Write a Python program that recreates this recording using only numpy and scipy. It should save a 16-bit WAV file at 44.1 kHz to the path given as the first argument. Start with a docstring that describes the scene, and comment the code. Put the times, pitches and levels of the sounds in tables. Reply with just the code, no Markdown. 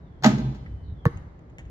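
"""Far birds whistle over a low outdoor rumble. A basketball crashes into a portable hoop:
the board booms, the rim and its fittings rattle, and the house fronts throw the sound back.
While the frame drones and the net hisses away, a shoe scuffs the asphalt.
The ball bounces once on the street: its skin slaps and the air inside it rings.
A few more gritty steps follow."""
import sys
import numpy as np
from scipy import signal
from scipy.fft import rfft, irfft
from scipy.io import wavfile

SR = 44100
rng = np.random.default_rng(int(sys.argv[2]) if len(sys.argv) > 2 else 0)


def pcm_store(signal):
    """Save signal as 16-bit PCM."""
    levels = np.round(np.clip(np.atleast_2d(signal), -1, 1) * 32767)
    wavfile.write(sys.argv[1], SR, levels.astype(np.int16).T)


N = 74970
T = np.arange(N) / SR
HZ = np.fft.rfftfreq(2 * N, 1 / SR)
HIT_S, BOUNCE_S = .2438, 1.054  # the ball hits the hoop, then the street


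# Ringing tones of the hoop: pitch_hz, level_db, rise_s, fade_s
HOOP_TONES = [(57.9, -31.5, .03, 2.0), (130.9, -23.5, 0.03, .6), (196.1, -19.5, .008, 0.6),
              (215.6, -10.5, 0.01, .4), (241.6, -10.5, .008, 0.11), (260.3, -18, .012, 0.36),
              (314, -21.5, 0.0043, 0.19), (379.7, -28.5, 0.013, 0.38), (422.6, -33.5, .01, 0.14),
              (628, -10.5, .007, .13), (776, -19.5, 0.0014, 0.11), (840.5, -14.5, 0.0018, 0.11),
              (915, -25.5, 0.0017, 0.15), (1261, -25, 0.0035, 0.2), (1586, -26.5, .002, .1),
              (3514, -35.5, .001, .11)]
# Swells as board and frame bend: peak_s, pitch_hz, level_db, width_s
HOOP_BOOMS = [(0.261, 139.4, -23.5, 0.021), (.2717, 225.7, -6, 0.0084), (.344, 134.7, -21, .02),
              (0.474, 130.5, -23, 0.033)]

def hoop_body():
    """The struck board, rim and frame boom and ring."""
    return ring(HIT_S, HOOP_TONES) + sum(thump(*row) for row in HOOP_BOOMS)


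# Touches of ball, board and rim: start_s, level_db, fade_s
CONTACTS = [(.224, -41.5, 0.12), (.2355, -24, 0.27), (.2438, -15, 0.022), (.261, -19, 0.054),
            (.383, -43.5, .07), (.548, -51, 0.12)]
# Tone colour of the clatter and of the loose fittings: pitch_hz, level_db
CLATTER_COLOUR = [(100, -4), (400, 7.5), (520, 4), (800, 9), (1080, 1.5), (1800, 5), (2500, -3),
                  (5000, -10), (7100, -7), (8300, -32.5), (10500, -28), (12000, -25), (15000, -31.5)]

def hoop_clatter():
    """The ball grinds into board and rim."""
    return filtered(bursts(CONTACTS), colour(CLATTER_COLOUR))


def rattle(level_db=-22.5, fade_s=.28, jangle_db=1.5, jangle_hz=120):
    """Loose fittings jangle on unevenly after the hit."""
    jangle = evened(filtered(rng.standard_normal(N), np.exp(-(HZ / jangle_hz) ** 2)))
    shaking = diffuse() * amp(level_db + jangle_db * jangle) * fade(HIT_S, fade_s)
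    return filtered(shaking, colour(CLATTER_COLOUR))


# The frame's many low tones, blurred together: pitch_hz, level_db
FRAME_COLOUR = [(60, -27.5), (120, 0), (170, 2), (230, -2), (290, -5), (420, -11.5), (520, -19.5),
                (2000, -54)]
# Hiss of the net: pitch_hz, level_db
NET_COLOUR = [(1000, -14.5), (6500, -0.5), (9000, -15.5), (11800, -2.5), (14000, -4.5), (15200, -21)]

def frame_and_net(frame_db=-23, net_db=-58, rise_s=.02):
    """The frame drones unevenly while the shaken net hisses away."""
    swell = 1 - np.exp(-np.maximum(T - HIT_S, 0) / rise_s)
    frame = diffuse() * amp(frame_db) * swell * fade(HIT_S, fade_s=.87)
    net = diffuse() * amp(net_db) * fade(HIT_S, fade_s=.9)
    return filtered(frame, colour(FRAME_COLOUR)) + filtered(net, colour(NET_COLOUR))


# The ball's slap and two close echoes: start_s, level_db, fade_s
SLAPS = [(1.054, -22.5, 0.021), (1.0622, -23.5, 0.041), (1.079, -38, 0.04)]
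# Tone colour of the slap: pitch_hz, level_db
SLAP_COLOUR = [(100, 1.5), (450, 2.5), (750, -11.5), (1150, -4), (1400, -5.5), (1950, -5.5), (2400, -23.5),
               (6500, -34), (8500, -45.5), (14000, -46)]
# Grit crunching under the ball: pitch_hz, level_db
CRUNCH_COLOUR = [(500, 7), (2800, -4), (6500, -11.5), (8500, -14), (13000, -7), (15500, -30)]

def ball_slap(smack_db=-16.5, crunch_db=-32, crunch_fade_s=.014):
    """The ball's skin meets gritty asphalt with a smack that drops quickly in pitch."""
    from_hz, to_hz, glide_s, peak_s = 2300, 350, .0022, .0014
    t = np.maximum(T - BOUNCE_S, 0)
    cycles = to_hz * t + (from_hz - to_hz) * glide_s * (1 - np.exp(-t / glide_s))
    smack = amp(smack_db) * t / peak_s * np.exp(1 - t / peak_s) * np.sin(2 * np.pi * cycles)
    crunch = filtered(bursts([(BOUNCE_S, crunch_db, crunch_fade_s)]), colour(CRUNCH_COLOUR))
    return smack + crunch + filtered(bursts(SLAPS), colour(SLAP_COLOUR))


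# Tones of the air inside the ball: pitch_hz, level_db, rise_s, fade_s
BALL_TONES = [(252, -14.5, 0.0043, 0.066), (339, -19.5, 0.0038, 0.091), (468.7, -16.5, .003, 0.089),
              (1115, -20, 0.004, 0.068), (1764, -29.5, 0.00069, 0.098)]

def ball_ping():
    """The bounce sets the air inside the ball ringing."""
    return ring(BOUNCE_S, BALL_TONES)


def ball_push():
    """The bouncing ball gives the air around it one low push."""
    return thump(peak_s=1.0685, hz=137.7, db=-6.5, width_s=.0039)


# Shoes on asphalt: start_s, level_db, fade_s, grit_db (added to level_db for the grit)
STEPS = [(.661, -44, 0.049, -30), (1.172, -58, .035, 7.5), (1.392, -67.5, 0.0091, 12.5),
         (1.498, -65.5, .04, 1.5), (1.584, -36.5, 0.0079, 0.5), (1.59, -45, 0.089, -5.5),
         (1.652, -58.5, 0.065, -6)]
# Tone colour of the sole: pitch_hz, level_db
SOLE_COLOUR = [(150, -7), (800, -1.5), (1300, -5.5), (1950, 7), (2500, -10), (8000, -41.5)]
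# Tone colour of the grit under it: pitch_hz, level_db
GRIT_COLOUR = [(500, -24.5), (2800, 7), (4500, -22.5), (7000, 1), (9000, -27.5), (14000, -31)]

def shoes(right_lag_s=.0002):
    """Soles tap on bright grit. The player is on the left, so the right ear hears it later."""
    sole = bursts([(s, db, fade_s) for s, db, fade_s, _ in STEPS])
    grains = bursts([(s, db + grit_db, fade_s) for s, db, fade_s, grit_db in STEPS])
    steps = filtered(sole, colour(SOLE_COLOUR)) + filtered(grains, colour(GRIT_COLOUR))
    return np.array([steps, filtered(steps, delay(right_lag_s))])


# How a house front colours its echo: pitch_hz, gain_db
HOUSE_COLOUR = [(60, -13), (130, -9.5), (220, -11.5), (350, 0), (650, -14.5), (3000, -22.5), (14000, -20)]

def house_echo(x, delay_s=.139, gain_db=-10.5):
    """A house front throws the sound back once."""
    return amp(gain_db) * filtered(x, colour(HOUSE_COLOUR, keep_power=False) * delay(delay_s))


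# How long the street echoes: pitch_hz, fade_s (multiplied by fade_scale)
STREET_FADES = [(100, 1), (500, 0.92), (2000, 0.93), (4000, 0.82), (7000, 0.79), (14000, 0.68)]
# Tone colour of those echoes: pitch_hz, gain_db
STREET_COLOUR = [(60, -17), (200, -13.5), (500, -14), (800, -10.5), (1900, -17.5), (2500, -12.5),
                 (4000, -6.5), (7000, -19), (14000, -15.5)]

def street_echoes(x, rise_s, fade_scale=1):
    """Houses and trees scatter the sound; the high pitches die away soonest."""
    hz, t, bands = signal.stft(diffuse(), SR, nperseg=256)
    fade_s = fade_scale * read(STREET_FADES, hz)[:, None]
    tail = signal.istft(bands * np.exp(-np.log(1000) * t / fade_s), SR, nperseg=256)[1][:, :N]
    tail *= 1 - np.exp(-T / rise_s)
    echoes = filtered(x, rfft(tail / np.linalg.norm(tail[0]), 2 * N))
    return filtered(echoes, colour(STREET_COLOUR, keep_power=False))


# What the slap sends out into the street: pitch_hz, gain_db
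SLAP_SPREAD = [(100, 6.5), (300, 2), (600, -4), (1150, -2), (1500, 3.5), (2050, 6), (2400, -3), (7000, 8)]

def bounce_echoes(slap, push):
    """The bounce spreads into the street and comes back as a soft wash."""
    thrown = amp(-2) * filtered(slap, colour(SLAP_SPREAD, keep_power=False))
    return street_echoes(thrown + amp(-9) * push, rise_s=.04, fade_scale=.79)


# Low thuds: peak_s, pitch_hz, level_db, width_s
THUDS = [(0.888, 71, -28, 0.0053), (0.926, 77.6, -25, 0.0045), (1.162, 89.5, -34.5, 0.0086)]

def soft_thuds():
    """Soft, low thuds come just before and after the bounce."""
    return sum(thump(*row) for row in THUDS)


# Bird whistles: start_s, length_s, start_hz, end_hz, level_db, width_hz
WHISTLES = [(0., 0.27, 4000, 3220, -78, 350), (0.484, 0.497, 3097, 3030, -75, 29.63),
            (0.827, .12, 4380, 3770, -70, 800), (0.937, 0.21, 3630, 3100, -69, 380)]

def birds(glide_curve=2.2, pure_width_hz=120):
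    """Nearly steady and falling whistles, blurred by distance; narrow ones sound purer."""
    out = np.zeros((2, N))
    for start_s, length_s, start_hz, end_hz, db, width_hz in WHISTLES:
        progress = np.clip((T - start_s) / length_s, 0, 1)
        hz = end_hz + (start_hz - end_hz) * (1 - progress) ** glide_curve
        noise = evened(filtered(rng.standard_normal((2, 2, N)), np.exp(-(2 * HZ / width_hz) ** 2)))
        purity = np.exp(-width_hz / pure_width_hz)
        blur = np.sqrt(purity) + np.sqrt(1 - purity) * noise
        phase = 2 * np.pi * np.cumsum(hz) / SR
        swell = np.sqrt(abs(np.sin(np.pi * progress)))
        out += amp(db) * swell * (blur[0] * np.cos(phase) + blur[1] * np.sin(phase))
    return out


# Tone colour of the outdoor hush: pitch_hz, level_db
HUSH_COLOUR = [(20, -27.5), (55, -2), (100, -6.5), (165, -4), (200, -14), (300, -13.5), (500, -20.5),
               (1000, -28), (2050, -36), (2450, -45.5), (4000, -49.5), (7000, -58.5), (9000, -71),
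               (15000, -65.5)]
# Tone colour of the rumble: pitch_hz, level_db
RUMBLE_COLOUR = [(20, -33), (45, -11), (65, 0), (105, -13), (200, -24), (1000, -76)]
# How the rumble rises and falls: time_s, level_db
RUMBLE_LEVELS = [(0, -48.5), (.6, -44.5), (.74, -34), (.8, -38.5), (1.1, -47), (1.16, -35), (1.33, -57.5),
                 (1.55, -48), (1.7, -39)]

def outdoor_air(hush_db=-47):
    """A steady hush lies over an uneven low rumble."""
    hush = evened(filtered(diffuse(), colour(HUSH_COLOUR)))
    rumble = evened(filtered(diffuse(), colour(RUMBLE_COLOUR)))
    rumble_db = np.interp(T, *np.transpose(RUMBLE_LEVELS))
    return amp(hush_db) * hush + amp(rumble_db) * rumble


# How alike the two ears hear the noise: pitch_hz, likeness (1 the same, -1 or less opposite)
EAR_LIKENESS = [(150, 0.97), (290, 0.87), (640, .35), (1400, -0.37), (3000, 0.12), (6000, -0.25),
                (14000, -1.2)]

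def diffuse():
    """Noise from all sides: alike in both ears only in the bass."""
    a, b = rng.standard_normal((2, N))
    likeness = np.clip(read(EAR_LIKENESS, HZ), -1, 1)
    shared = filtered(a, np.sqrt((1 + likeness) / 2))
    opposite = filtered(b, np.sqrt((1 - likeness) / 2))
    return np.array([shared + opposite, shared - opposite])


# Balance between the ears: pitch_hz, left_minus_right_db
EAR_BALANCE = [(100, -.5), (380, -1.5), (700, -5.5), (1050, -4), (1300, 0.5), (1650, 4.5), (2400, 4.5),
               (4300, 17.5), (7000, -2.5), (14000, 3.5)]

def from_right(x, left_lag_s=.00015):
    """Sound from the right reaches the left ear later and with a different colour."""
    left_gain = amp(read(EAR_BALANCE, HZ) / 2)
    return filtered(x, np.array([left_gain * delay(left_lag_s), 1 / left_gain]))


def amp(db):
    """Turns decibels into a number to multiply by."""
    return 10 ** (np.asarray(db) / 20)


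def evened(x):
    """Scales a signal to an average power of one."""
    return x / np.sqrt(np.mean(x ** 2) + 1e-20)


def read(points, hz):
    """Reads between the rows of a table, spacing pitches by octaves."""
    pitches, values = np.transpose(points)
    return np.interp(np.log(hz + 1), np.log(pitches + 1), values)


def filtered(x, response):
    """Passes a sound through a filter."""
    return irfft(rfft(x, 2 * N) * response)[..., :N]


def delay(seconds):
    """A filter that makes a sound arrive later."""
    return np.exp(-2j * np.pi * HZ * seconds)


def colour(points, keep_power=True):
    """A filter from a table of pitches; by default white noise keeps its power."""
    gain = amp(read(points, HZ))
    cepstrum = irfft(np.log(evened(gain) if keep_power else gain))
    cepstrum[1:N] *= 2  # folded forward, so nothing rings before the sound starts
    cepstrum[N + 1:] = 0
    return np.exp(rfft(cepstrum))


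def fade(start_s, fade_s):
    """Starts suddenly, then drops by 60 dB every fade_s."""
    return (T >= start_s) * np.exp(-np.log(1000) * np.maximum(T - start_s, 0) / fade_s)


def bursts(rows):
    """Dying puffs of noise, one per row."""
    return sum(amp(db) * fade(s, fade_s) for s, db, fade_s in rows) * rng.choice([-1., 1.], N)


def ring(start_s, tones):
    """Tones that build up and die away."""
    t = np.maximum(T - start_s, 0)
    return sum(amp(db) * (1 - np.exp(-t / rise_s)) ** 2 * fade(start_s, fade_s)
               * np.sin(2 * np.pi * hz * t) for hz, db, rise_s, fade_s in tones)


def thump(peak_s, hz, db, width_s):
    """A few low swings of air, strongest at peak_s."""
    t = T - peak_s
    return amp(db) * np.exp(-(t / width_s) ** 2 / 2) * np.cos(2 * np.pi * hz * t)


def scene():
    """Hoop, ball and shoes in the open street."""
    clatter, boom = hoop_clatter(), hoop_body()
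    slap, push, feet = ball_slap(), ball_push(), shoes()
    hoop = clatter + boom
    near = from_right(hoop + slap + push + ball_ping() + house_echo(hoop))
    far = street_echoes(clatter + feet[0] + amp(-4.5) * boom, rise_s=.008) + bounce_echoes(slap, push)
    return near + feet + far + rattle() + frame_and_net() + soft_thuds() + birds() + outdoor_air()


def record(dry, top_hz=15300):
    """Cuts away the very highest treble."""
    low_pass = signal.firwin(511, top_hz, window=("kaiser", 9), fs=SR)
    return signal.oaconvolve(dry, low_pass[None], "same")


dry = scene()
out = record(dry)
pcm_store(out)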